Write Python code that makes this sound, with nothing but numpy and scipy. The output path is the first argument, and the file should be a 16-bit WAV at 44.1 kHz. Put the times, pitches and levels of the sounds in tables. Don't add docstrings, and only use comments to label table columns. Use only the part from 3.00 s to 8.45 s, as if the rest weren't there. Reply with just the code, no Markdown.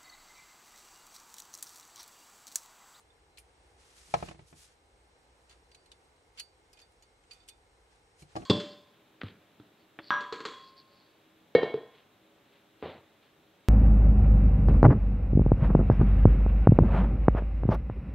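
import sys
import numpy as np
from scipy import signal
from scipy.fft import rfft, irfft, next_fast_len
from scipy.io import wavfile
from scipy.ndimage import uniform_filter1d

SR = 44100
rng = np.random.default_rng(int(sys.argv[2]) if len(sys.argv) > 2 else 0)


def field_ratio(decibels):
    return 10 ** (np.asarray(decibels, dtype=float) / 20)


def waveform_to_disk(signal):
    frames = np.transpose(np.atleast_2d(signal))
    scaled = np.clip(frames, -1, 1) * 32767
    samples = np.round(scaled).astype(np.int16)
    wavfile.write(sys.argv[1], SR, samples)


N = 240412


def unit(x):
    return x / np.sqrt(np.mean(x ** 2) + 1e-20)


def along(points, hz):
    f, v = np.transpose(points)
    return np.interp(np.log(hz + 1), np.log(f + 1), v)


def curves(rows):
    s, *cols = np.transpose(rows)
    return [np.interp(np.arange(N) / SR, s, c) for c in cols]


def wobble(rate_hz):
    return np.interp(np.arange(N) * min(rate_hz, 200) / SR, np.arange(1200), rng.standard_normal(1200))


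def filtered(x, response):
    m = next_fast_len(x.shape[-1] + 4096)
    spectrum = rfft(x, m) * response(np.fft.rfftfreq(m, 1 / SR))
    return irfft(spectrum, m)[..., :x.shape[-1]]


def ringing(modes, t, spread_db, stretch=0.87):
    hz, db, t60_s = np.transpose(modes)[:3, :, None]
    chance = rng.standard_normal(hz.shape)
    level_db = db + spread_db * chance - 60 * t / (t60_s * stretch)
    return field_ratio(level_db) * np.sin(2 * np.pi * hz * t)


def add(track, s, sound):
    part = track[..., round(s * SR):][..., :sound.shape[-1]]
    part += sound[..., :part.shape[-1]]


def ports(x, balance_db):
    lag_samples = 17
    lean = field_ratio(np.reshape(balance_db, (-1, 1)) / 2)
    left = np.pad((x * lean).sum(0), (lag_samples, 0))[:x.shape[1]]
    return np.array([left, (x / lean).sum(0)])


def room_tone():
    # start_s, air_db, hum_db
    room = [(0, -71, -73.5), (.75, -70.5, -66), (1.7, -71, -65.5), (2.9, -71, -74.5), (3.15, -70, -76),
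            (4.0, -71, -80), (5.45, -69, -73)]
    # pitch_hz, level_db per Hz
    air_spectrum = [(22, -46.5), (30, -26), (39, 1.5), (50, -6.5), (70, -6.5), (100, -11.5), (200, -22.5),
                    (320, -16), (480, -12), (620, -20), (800, -15), (1100, -23.5), (1500, -25),
                    (1500, -24.5), (2100, -26.5), (3000, -30), (4400, -33), (7000, -33.5), (8600, -32.5),
                  (10000, -36), (12000, -44), (13200, -47.5), (15500, -53)]
    # pitch_hz, side_minus_mid_db
    air_side = [(60, -22), (110, -13.5), (200, -8), (380, -7.5), (700, -5.5), (1290, 2.5), (2380, -0.5),
                (4400, 3), (8120, -16), (15000, -6)]
    # pitch_hz, width_hz, level_db
    machines = [(58.8, 4, 0.0), (2144, 93, -20.5), (4080, 22, -24), (5540, 32, -22.5), (8300, 110, -21.5)]

    air_db, hum_db = curves(room)
    shape = lambda f: field_ratio(along(air_spectrum, f) + [0 * f, along(air_side, f)])
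    mid, side = filtered(rng.standard_normal((2, N)), shape)
    air = np.array([mid + side, mid - side]) / np.sqrt(np.mean(mid ** 2))
    air = air * field_ratio(air_db + 4.5 + 0.96 * wobble(2.96))

    def narrow(f, lines):
        return sum(field_ratio(db) / np.sqrt(width_hz) / (1 + (2 * (f - hz) / width_hz) ** 2)
                   for hz, width_hz, db in lines)

    hum = unit(filtered(rng.standard_normal(N), lambda f: narrow(f, machines[:1])))
    whine = unit(filtered(rng.standard_normal(N), lambda f: narrow(f, machines[1:])))
    tone = np.sin(2 * np.pi * machines[0][0] * np.arange(N) / SR)
    return air + field_ratio(hum_db) * (0.5 * hum + 1.1 * tone) + field_ratio(-82.0) * whine


def ticks():
    # pitch_hz, level_db, t60_s
    steel_modes = [(2967, -9, 0.06), (4200, -3.5, 0.097), (5850, -12.5, 0.042), (6700, 5, 0.045),
                   (8320, -9, 0.047), (9570, -4, 0.074), (11950, -6, .04)]
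    # pitch_hz, level_db
    crack = [(500, -39), (1000, -11.5), (1800, -8), (2700, 1.5), (4000, -4), (5000, -2.5), (9000, -6),
             (12000, -9), (13200, -21), (16000, -32)]
    # start_s, peak_db, loudest_hz, treble_db
    pick = [
        (0.0034, -58.5, 9250, -7),
        (0.373, -44.5, 4200, -17),
        (0.382, -45.5, 2400, -22),
        (0.3852, -44.5, 9660, -6),
    ]
    # start_s, peak_db, loudest_hz, treble_db
    roll = [
        (1.2855, -37, 2770, -32),
        (1.4723, -59, 2080, -24),
    ]
    # start_s, peak_db, loudest_hz, treble_db
    jaws = [(2.4948, -47.5, 6700, -17), (2.51, -51, 3570, -18), (2.526, -48.5, 3600, -23),
            (2.715, -49, 4500, -20), (2.7466, -42.5, 4150, -17.5), (2.859, -53, 4150, -15),
            (2.9166, -40.5, 3820, -18.5), (3.3745, -43.5, 3020, -18), (3.3796, -42, 4530, -22),
            (3.386, -36, 4470, -24), (3.396, -27, 4420, -14.5), (3.3996, -29.5, 2970, -17.5),
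            (3.4074, -42, 4590, -18), (3.7304, -46, 4970, -12.5), (3.7726, -52, 3100, -19),
            (3.79, -47, 4800, -21), (3.8003, -49, 6530, -19), (3.815, -51, 4560, -13),
            (3.9194, -60, 1790, -12), (4.0231, -49, 6700, -13.5), (4.0295, -55, 4590, -14),
            (4.2373, -58, 2040, -22), (4.3096, -39.5, 4500, -23), (4.3168, -49, 4470, -12),
            (4.3319, -48, 4590, -11), (4.478, -48.5, 9000, -14), (4.486, -34.5, 8360, -12.5),
            (4.4948, -45, 3640, -14)]
    # start_s, peak_db, loudest_hz, treble_db
    laid = [
        (5.2218, -47, 2300, -17),
        (5.3626, -33, 5150, -22),
        (5.4188, -52, 2610, -26),
        (5.4307, -55, 1830, -22),
    ]
    # left_minus_right_db, scrape_t60_s at 4 kHz
    holds = [
        (-5, 0.065),
        (-3, 0.021),
        (-2, 0.038),
        (-4, 0.043),
    ]
    t60_pitch_power, t60_share_per_soft_db = 0.26, 0.0044

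    out, t = np.zeros((2, N)), np.arange(SR // 8) / SR
    contacts = [(*row, *hold) for rows, hold in zip((pick, roll, jaws, laid), holds) for row in rows]
    for s, db, hz, treble_db, balance_db, life_s in contacts:
        t60_s = life_s * (hz / 4000) ** t60_pitch_power * (1 - t60_share_per_soft_db * (db + 50))

        def tilt_db(f):
            return 0.8 * (treble_db + 15.0) * np.clip(np.log2(f / 4000 + .01), -.3, 1.5)

        def colour(f):
            peak = 1 + 3.7 / (1 + ((f - hz) / (0.033 * hz)) ** 2)
            return field_ratio(along(crack, f) + tilt_db(f)) * peak

        grit = rng.standard_normal((3, len(t)))
        grit = grit * np.exp(.3 * rng.standard_normal(len(t) // 20 + 1).repeat(20)[:len(t)])
        drag = field_ratio(-60 * t / max(t60_s, .005)) * (1 - np.exp(-t / .0015))
        spike = 0.92 * field_ratio(-60 * t / 0.0042)
        scrape = unit(filtered(grit, colour)) * (drag + spike) * (1 - np.exp(-t / 0.00034))
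        tilted = [(f, level_db + tilt_db(f), life) for f, level_db, life in steel_modes]
        modes = ringing(tilted, t, spread_db=4.0) * (1 - np.exp(-t / 0.00087))
        direct = ports(np.vstack([0.5 * scrape[0], field_ratio(-8.5) * modes]), balance_db)
        add(out, s, field_ratio(db - 6.5) * (direct + 1.12 * scrape[1:]))
    return out


def rings():
    # start_s, level_db of each of the three long modes, share of the free decay time
    free_contacts = [(.103, -85, -58.5, -85, 0.24), (2.5, -83, -63, -63, 0.51),
                     (2.714, -85, -75, -64, 0.87), (2.77, -83, -85, -70, 1.6), (2.92, -85, -61, -65, .4),
                     (3.386, -75, -64, -46.5, 0.54), (3.398, -77, -63, -49.5, 0.94),
                     (3.731, -70, -78, -67, 0.91), (3.772, -63, -68, -74, 0.79),
                     (3.818, -72, -59.5, -56, 0.51), (4.029, -83, -70, -67, .6),
                     (4.312, -52, -58, -44, 0.39), (4.345, -71, -67, -69, 1.2), (4.4, -76, -62, -64.5, 0.8),
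                     (4.487, -71, -56, -53.5, 0.48), (4.505, -64, -62, -62, 0.75)]
    # pitch_hz, t60_s
    block = [(2476, 0.17), (3556, 0.22), (4592, 0.27)]

    out, t = np.zeros((2, N)), np.arange(SR // 4) / SR
    for s, *levels_db, stretch in free_contacts:
        struck = [(hz, db, t60_s) for (hz, t60_s), db in zip(block, levels_db)]
        modes = ringing(struck, t, 0, max(stretch, .1))
        add(out, s, ports(modes * (1 - np.exp(-t / 0.0017)), -9.5))
    return out


def brush():
    # start_s (full level), hold_s, level_db, brightness_db per octave
    strokes = [(0.802, 0.18, -70, -0.5), (0.967, 0.21, -63.5, 1), (1.186, .11, -60, -2),
               (1.34, 0.096, -76, -3), (1.481, 0.038, -71.5, 4.5), (1.573, 0.077, -64.5, 2.5),
               (1.69, 0.036, -74, -1), (2.51, 0.019, -69, -4.5), (3.372, 0.031, -72, -3),
               (3.78, 0.039, -75.5, -5), (4.311, 0.039, -69.5, -2.2), (4.37, .07, -77.5, -5),
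               (4.922, 0.038, -76.5, -3.5), (5.203, 0.011, -67, 1.5), (5.295, 0.065, -73.5, -3),
               (5.36, 0.07, -66, -2)]
    # pitch_hz, level_db per Hz
    mat = [(500, -21), (1200, -6), (2500, -4.5), (6500, -3.5), (9500, -7), (12100, -17), (12900, -28),
           (14500, -42), (16000, -42.5)]
    # middle_s, half_length_s, level_db
    flicks = [
        (1.61, .025, -80),
        (4.495, .012, -76),
    ]
    rise_db_per_s, fall_db_per_s, flick_hz = 451.5, 334, 12800

    start_s, hold_s, db, tilt = np.transpose(strokes)[:, :, None]
    since_s = np.arange(N) / SR - start_s
    rise_db = np.maximum(-rise_db_per_s * since_s, 0)
    fall_db = np.maximum(fall_db_per_s * (since_s - hold_s), 0)
    level = field_ratio(db + 6.5 - rise_db - fall_db)
    share = np.clip(.5 + tilt / 8, 0, 1)
    fibres = rng.standard_normal((2, N)) * field_ratio(1.3 * wobble(180) + 1.1 * wobble(40))
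    dull, bright = (filtered(fibres, lambda f: field_ratio(along(mat, f) + k * np.log2(f / 5000 + 0.011)))
                    for k in (-4, 4))
    fast = sum(field_ratio(flick_db) * np.exp(-((np.arange(N) / SR - s) / half_s) ** 4)
               for s, half_s, flick_db in flicks)
    top_treble = lambda f: (f > flick_hz) * field_ratio(-20 * np.log2(f / flick_hz + .01))
    hiss = unit(filtered(fibres.sum(0), top_treble))
    dull_level, bright_level = ((1 - share) * level).max(0), (share * level).max(0)
    return fast * hiss + dull_level * unit(dull) + bright_level * unit(bright)


def knocks(blows, panel, place, undelayed_db):
    # pitch_hz, level_db, t60_s
    frame = [(67.5, -10.5, 0.21), (85, -13.5, 0.29), (118.7, -9, 0.16), (148.5, -5, 0.18),
             (171, -9.5, 0.11), (252.4, -9.5, 0.09), (331.6, -6.5, 0.13), (366, -14, 0.11)]
    # pitch_hz, level_db
    slap_points = [(900, -3.5), (1600, -5), (2400, -1), (3500, -9), (5500, -12), (9000, -19.5),
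                   (12500, -46), (14000, -70)]
    # pitch_hz, level_db, t60_s, right
    undelayed_modes = [(474, -12, 0.067, -1.2), (1292, -19, 0.039, .9), (2403, -15.5, 0.024, 0.48),
                       (4170, -42.5, 0.22, .8)]

    out, t = np.zeros((2, N)), np.arange(SR // 3) / SR
    lean_db = np.array([mode[3] for mode in panel])
    for s, db, boom_db, slap_db, stretch in blows:
        wood = -ringing(panel, t, 0.69, max(stretch, .1)) * (1 - np.exp(-t / 0.0027))
        boom = ringing(frame, t, 4.0, max(stretch, .1)) * (1 - np.exp(-t / 0.0038))

        def slap_colour(f):
            return field_ratio(along(slap_points, f) + 0.23 * (db + 6.5) * np.log2(1 + f / 3000))

        slap = unit(filtered(rng.standard_normal((2, len(t))), slap_colour))
        slap = slap * field_ratio(-60 * t / 0.044) * (1 - np.exp(-t / 0.00076))
        undelayed = sum(field_ratio(undelayed_db + level_db - 60 * t / t60_s) * np.sin(2 * np.pi * hz * t) * [[1], [right]]
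                    for hz, level_db, t60_s, right in undelayed_modes)
        undelayed = undelayed * (1 - np.exp(-t / 0.003))
        direct = ports(wood, lean_db + place(s))
        add(out, s, field_ratio(db) * (undelayed + direct + field_ratio(slap_db) * slap + field_ratio(boom_db) * ports(boom, 0)))
    return out


def walls(x):
    # pitch_hz, t60_s
    decay = [(100, 0.39), (700, 0.19), (3000, 0.11), (10000, 0.17)]

    hz, t, z = signal.stft(rng.standard_normal((2, SR // 2)), SR, nperseg=256)
    tail = signal.istft(z * field_ratio(-60 * t / along(decay, hz)[:, None]), SR, nperseg=256)[1]
    late = np.pad(x, (150, 0))[None]
    return signal.fftconvolve(late, tail / np.linalg.norm(tail[0]), axes=1)[:, :N]


def scene():
    # start_s, peak_db, boom_db, slap_db, share of the decay time
    drop = [(1.084, -57, 5, -30, 0.82), (1.1393, -10, -20.5, -16, 0.88), (1.202, -42, -1, -7, 0.54),
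            (1.226, -19.5, -8.5, -22.5, 0.48), (1.2812, -38, 1, -20, 0.32), (1.2865, -41, 3, -0.5, 0.71),
            (1.311, -33, -12, -11, 0.42), (1.345, -56, 2.5, 2, 1), (1.392, -44.5, -1, -6, 0.82),
            (1.527, -50.5, 5, 0.5, 0.76), (1.54, -56, 1, -16, 0.75)]
    # start_s, peak_db, boom_db, slap_db, share of the decay time
    setdown = [
        (5.221, -54, 10, -10, 0.68),
        (5.3545, -24.5, -9, -20, 0.3),
        (5.3635, -23.5, -8.5, -22, 0.92),
        (5.371, -33, -20, -21, 0.77),
        (5.401, -46, 7, -16, 0.63),
        (5.418, -48.5, 11, 1.5, 0.68),
        (5.428, -41, 3, -19, 0.77),
    ]
    # pitch_hz, level_db, t60_s, left_minus_right_db
    bench_top = [(480, -21.5, 0.05, 3), (609, -15, 0.067, -11.5), (692, -2, 0.04, -4.5),
                 (792, 2.5, 0.026, 9.5), (854, -15, 0.082, 3), (1054, -6, 0.033, -5), (1112, -19, 0.044, 2),
                 (1300, -7.5, 0.034, 3), (1680, -25, 0.063, 6)]
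    # pitch_hz, level_db, t60_s, left_minus_right_db
    bench_edge = [(328.8, -7, 0.18, -3), (488, -12.5, 0.07, -10), (622, -2, 0.054, 1.5),
                  (724, -2, 0.068, 1), (808, -3, 0.04, 7.5), (1142, -7, 0.075, 3.5), (1623, -17, 0.056, 4)]
    lands_db, rests_db, roll_s = 1.6, -5, .08

    def rolling(s):
        return rests_db + (lands_db - rests_db) * np.exp(-abs(s - drop[1][0]) / roll_s)

    steel = ticks() + rings()
    bench = knocks(drop, bench_top, rolling, undelayed_db=-0.5)
    bench = bench + knocks(setdown, bench_edge, lambda s: .3, undelayed_db=-6)
    near = steel + bench + walls(field_ratio(-17.0) * steel[1] + field_ratio(-14) * bench[1]) + brush()
    mid, side = (near[0] + near[1]) / 2, (near[0] - near[1]) / 2
    side = filtered(side, lambda f: field_ratio(along([(5000, -0.5), (6000, -6.0), (12000, -13.5)], f)))
    return np.array([mid + side, mid - side]) + room_tone()


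def thrift(x):
    # pitch_hz, level_db against the middle band
    worth = [(8000, -37), (9300, -8), (10500, -9.5), (12300, -14), (13200, -21.5), (16000, -25)]

    hz, t, z = signal.stft(x, SR, nperseg=1024)
    power = uniform_filter1d(np.abs(z.sum(0)) ** 2, size=3, axis=1) + 1e-20
    bands = np.arange(len(hz)) // 10
    centres = np.minimum(bands * 10 + 5, len(hz) - 1)
    band_db = 10 * np.log10(np.abs(uniform_filter1d(power, size=10, axis=0))[centres])
    middle_db = 10 * np.log10(power[(hz > 3000) & (hz < 9000)].mean(0))
    chance = rng.standard_normal((bands[-1] + 1, len(t)))
    chance = unit(uniform_filter1d(chance, size=6, axis=1))[bands]
    loud_db = (middle_db - np.median(middle_db)) * (0.38 * (hz < 12600))[:, None]
    margin_db = band_db - middle_db + loud_db - along(worth, hz)[:, None] + 5.8 * chance
    gain_db = -34 / (1 + np.exp(np.clip(2 * margin_db, -50, 50)))
    return signal.istft(z * field_ratio(gain_db), SR, nperseg=1024)[1][:, :N]


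def roll_off(x):
    return signal.sosfilt(signal.butter(12, 15610, fs=SR, output="sos"), x)


def record(dry):
    dry = filtered(dry, lambda f: f ** 4 / (f ** 4 + 36 ** 4))
    return roll_off(thrift(dry))


dry = scene()
out = record(dry)
waveform_to_disk(out)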